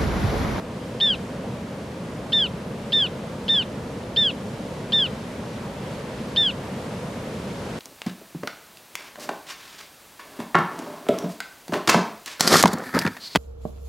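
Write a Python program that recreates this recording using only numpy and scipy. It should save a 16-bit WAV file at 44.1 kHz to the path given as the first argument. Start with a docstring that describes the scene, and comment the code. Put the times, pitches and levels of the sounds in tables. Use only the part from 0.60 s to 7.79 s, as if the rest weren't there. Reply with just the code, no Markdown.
"""From the start, surf rumbles steadily on a rocky shore: the sound of countless bursting bubbles. After 0.4 s
one short, high, falling call of a turnstone, a small shorebird, sounds, and it comes seven times, each time
alike. Each call cracks open, holds a clear tone whose second harmonic rings in the throat, then sags and frays.
A faint echo off the rocks and a thin ring follow each one. The hiss of foam slowly grows, and after the last
call, near 6 s, the sea goes on alone."""
import sys
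import numpy as np
from scipy import signal
from scipy.fft import rfft, irfft, next_fast_len
from scipy.io import wavfile
from scipy.ndimage import uniform_filter1d

SR = 44100
rng = np.random.default_rng(int(sys.argv[2]) if len(sys.argv) > 2 else 0)


def transcribe(u):
    """Save the signal u as a 16-bit wav file named by the first command-line argument.

    u: samples, shape (n,) or (channels, n), limited to [-1, 1]; the rate is SR.
    q: integer samples, one column per channel.
    """
    v = np.clip(np.atleast_2d(u).T, -1, 1)
    q = np.round(v * 32767).astype(np.int16)
    wavfile.write(sys.argv[1], SR, q)


N = 317079

# How strong the surf is from low to high: frequency_hz, relative_level_db
SURF_SPECTRUM = [(22, -29), (50, -12), (100, -3.5), (140, -1.55), (205, 1), (335, -9.5), (490, -5.5),
                 (600, -8.5), (750, -15.5), (950, -15.5), (1280, -20.5), (3300, -28.5), (10300, -40.5),
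                 (15000, -52.5)]
# How wide the surf sounds (left-right difference against the shared sound): frequency_hz, width_db
SURF_WIDTH = [(60, -35), (120, -44), (200, -27), (380, -17.5), (700, -11), (1290, -6.5), (2380, -5.5),
              (4400, -6.5), (8100, -6.5), (15000, -21)]
# How the sea rises and falls; only changes around each average count: time_s, wash_db, foam_db
SEA_LEVELS = [(0.0, -47.5, -60.5), (0.54, -46.5, -59.5), (1.24, -48, -60.5), (1.7, -47.5, -60),
              (2.98, -47, -59), (3.32, -48, -59.5), (4.35, -46, -59), (6.97, -45, -56),
              (7.19, -42.5, -55.5)]
# When each call begins: start_s
CALL_STARTS = [0.4, 1.72, 2.32, 2.88, 3.56, 4.32, 5.76]
# How well the throat and open bill let each frequency out: frequency_hz, gain_db
THROAT_GAIN = [(1250, -16), (1550, -24), (1820, -21), (2500, 0.5), (2800, -4.5), (3150, -0.5), (3680, -2),
               (4100, -21.5), (4700, -24.5), (5450, -31), (6100, -41), (7200, -34.5), (9000, -42.5),
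               (11000, -59)]
# Where the tone breaks within a call: time_s, half_width_s, rasp_db, tone_dip_db
VOICE_BREAKS = [(.007, .003, -27, 7), (0.0121, .002, -35.5, -2.5), (0.071, 0.0074, -36, -1),
                (.088, .009, -41, 0), (.15, 0.016, -40.5, 1.8)]
# How the two microphones hear the bird: frequency_hz, left_minus_right_db, left_lead_radians
BIRD_STEREO = [(1800, 0.5, 0.27), (2900, 0.8, -0.02), (3500, -.5, 0.17), (4800, -0.5, 0.35),
               (5400, -5.5, 1.54), (7460, 9, 2), (8800, 8, 1)]

OPEN_S, PEAK_S, LET_GO_S = 0.0016, 0.019, 0.1432  # in each call: the voice opens, peaks and lets go


def undb(db):
    """Turn decibels into a number to multiply by."""
    return 10 ** (np.asarray(db) / 20)


def unit(x):
    """Scale a signal to an average (rms) level of 1."""
    return x / np.sqrt(np.mean(x ** 2))


def curves(table, size):
    """Join the points of a time table with straight lines, one value a sample."""
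    times, *columns = np.transpose(table)
    return [np.interp(np.arange(size) / SR, np.sort(times), column) for column in columns]


def gain_at(table, hz):
    """Look up a frequency in a decibel table, on a scale of octaves, and return its gain."""
    table_hz, db = np.transpose(table)
    return undb(np.interp(np.log(np.maximum(hz, 1)), np.log(table_hz), db))


def colour(x, gain):
    """Turn each frequency up or down by gain(frequency)."""
    size = next_fast_len(x.shape[-1])
    hz = np.fft.rfftfreq(size, 1 / SR)
    return irfft(rfft(x, size) * gain(hz), size)[..., :x.shape[-1]]


def wobble(rate_hz, size):
    """A smooth random wobble, about 1 in size, that picks rate_hz new values a second."""
    step = max(int(SR / rate_hz), 1)
    held = np.repeat(rng.standard_normal(size // step + 1), step)
    return unit(uniform_filter1d(uniform_filter1d(held, step), step))[:size]


def bubbles(spread_db=2.5, near_share=0.29, count=20000):
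    """Countless far bubbles blur into smooth noise; nearer ones pop one by one, in uneven sizes."""
    when = rng.integers(0, N, count)
    sizes = undb(spread_db * np.minimum(rng.exponential(size=count), 6))
    pops = np.bincount(when, sizes * rng.choice([-1, 1], count), N)
    return rng.standard_normal(N) + near_share * unit(pops)


def surf(level_db=-32, wash_hz=1400, foam_hz=9000, swell_db=0.06, flicker_db=0.5):
    """Churning water: the lows rumble steadily, the middle follows the wash, the highs the foam."""
    middle = colour(bubbles(), lambda f: gain_at(SURF_SPECTRUM, f))
    side = colour(bubbles(), lambda f: gain_at(SURF_SPECTRUM, f) * gain_at(SURF_WIDTH, f))
    sea = np.array([middle + side, middle - side]) * undb(level_db) / np.std(middle)
    wash_db, foam_db = (db - np.mean(db) for db in curves(SEA_LEVELS, N))
    centres_hz = np.geomspace(30, SR / 3, num=10)  # bands about an octave apart
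    swell = wobble(3.1, N)
    out = 0
    for share, hz in zip(np.eye(len(centres_hz)), centres_hz):
        band = colour(sea, lambda f: np.interp(f, centres_hz, share))
        wash = np.clip(hz / wash_hz, 0, 1)
        foam = np.clip(np.log(hz / wash_hz) / np.log(foam_hz / wash_hz), 0, 1)
        motion_db = wash * (1 - foam) * wash_db + foam * foam_db
        out = out + band * undb(motion_db + swell_db * swell + flicker_db * wobble(12, N))
    return out


def since(t, start):
    """Seconds gone by since start; zero before it."""
    return np.maximum(t - start, 0)


def bump(t, centre, width):
    """A bell-shaped swell of height 1."""
    return np.exp(-((t - centre) / width) ** 2)


def noise_band(size, hz, width_hz):
    """A hiss of level 1 that holds only the frequencies around hz."""
    return unit(colour(rng.standard_normal(size), lambda f: 1 / (1 + (2 * (f - hz) / width_hz) ** 4)))


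def crack(t, level_db=-33.5, hold_s=0.012, fade_db_per_s=2999.5):
    """A tiny burst of noise as the voice snaps open."""
    hiss = noise_band(len(t), hz=3930, width_hz=2000)
    return hiss * undb(level_db - fade_db_per_s * since(t, hold_s))


def pitch(t, top_hz=1812, scoop_hz=247.7, sag_hz=416, drop_hz_per_s=14000):
    """The pitch of a call in Hz: it scoops up, sags faster and faster, then drops away."""
    scoop = scoop_hz * bump(t, centre=0.0045, width=0.00685)
    sag = sag_hz * (since(t, PEAK_S) / (LET_GO_S - PEAK_S)) ** 2.12
    return top_hz - scoop - sag - drop_hz_per_s * since(t, LET_GO_S)


def effort(t, peak_db=-14.5, push_db=3.5, rise_db_per_s=598, tire_db_per_s=64.5, stop_db_per_s=1850):
    """How hard the bird sings, in dB: it swells, tires, pushes once more and lets go."""
    rise = rise_db_per_s * np.maximum(PEAK_S - t, 0)
    tiring = tire_db_per_s * since(t, PEAK_S)
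    push = push_db * bump(t, centre=0.107, width=0.005)
    return peak_db - rise - tiring + push - stop_db_per_s * since(t, LET_GO_S)


def call(jitter=0.0022, flutter=0.0031, shimmer_db=0.84, harmonics=5):
    """The voice box makes a sliding tone and the throat shapes it; at each break it flutters and rasps."""
    size = SR // 6
    t = np.arange(size) / SR
    time_s, half_width_s, rasp_db, dip_db = np.transpose(VOICE_BREAKS)
    breaks = bump(t[:, None], time_s, half_width_s)  # one column for each break
    unsteadiness = jitter + flutter * breaks.sum(axis=1)
    hz = pitch(t) * (1 + unsteadiness * wobble(900, size))
    effort_db = effort(t) - breaks @ dip_db + shimmer_db * wobble(400, size)
    phase = 2 * np.pi * np.cumsum(hz) / SR
    # Harmonics are pure tones at 1, 2, 3... times the pitch.
    tone = sum(gain_at(THROAT_GAIN, k * hz) * np.sin(k * phase) for k in range(1, harmonics + 1))
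    tone = np.sqrt(2) * tone * undb(effort_db)
    rasp = noise_band(size, hz=3330, width_hz=1190) * (breaks @ undb(rasp_db))
    opening = 1 - bump(since(t, OPEN_S), centre=0, width=0.00012)
    return opening * (tone + rasp + crack(t))


def microphones(f):
    """Two microphones hear the bird at slightly different levels and times, most of all in the highs."""
    hz, balance_db, lead_radians = np.transpose(BIRD_STEREO)
    sides = np.array([[0.5], [-0.5]])
    gain = undb(sides * np.interp(f, hz, balance_db))
    timing = np.exp(1j * sides * np.interp(f, hz, lead_radians))
    return gain / np.sqrt(np.mean(gain ** 2, axis=0)) * timing


def rock_echo(t, level_db=-34.5, fade_s=0.33):
    """The rocks scatter sound into a faint echo that falls 60 dB in fade_s."""
    scatter = rng.standard_normal((3, len(t))) * undb(-60 * t / fade_s)
    left_right = scatter[0] + 0.4 * scatter[1:]  # most of it reaches both sides alike
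    return undb(level_db) * unit(left_right) / np.sqrt(len(t))


def thin_ring(t, hz=3110, gain_db=-12.5, fade_s=0.42):
    """One lingering note, woken as the falling call slides past it."""
    fade = undb(-60 * t / fade_s)
    return undb(gain_db) * 2 * fade / fade.sum() * np.sin(2 * np.pi * hz * t)


def bird():
    """The same turnstone call sounds again and again, each time alike; the echo and the ring trail each one."""
    voice = np.zeros(N)
    for start_s in CALL_STARTS:
        sound, first = call(), round(start_s * SR)
        voice[first:first + len(sound)] += sound
    t = np.arange(SR // 3) / SR
    trail = signal.fftconvolve(voice[None], rock_echo(t) + thin_ring(t), axes=1)[:, :N]
    return colour(voice, microphones) + trail


def scene():
    """The bird in front of the sea."""
    return bird() + surf()


def record(dry, top_hz=15400):
    """The recorder cuts away the very highest sounds."""
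    return signal.sosfilt(signal.ellip(10, 0.1, 80, top_hz, fs=SR, output="sos"), dry)


dry = scene()
out = record(dry)
transcribe(out)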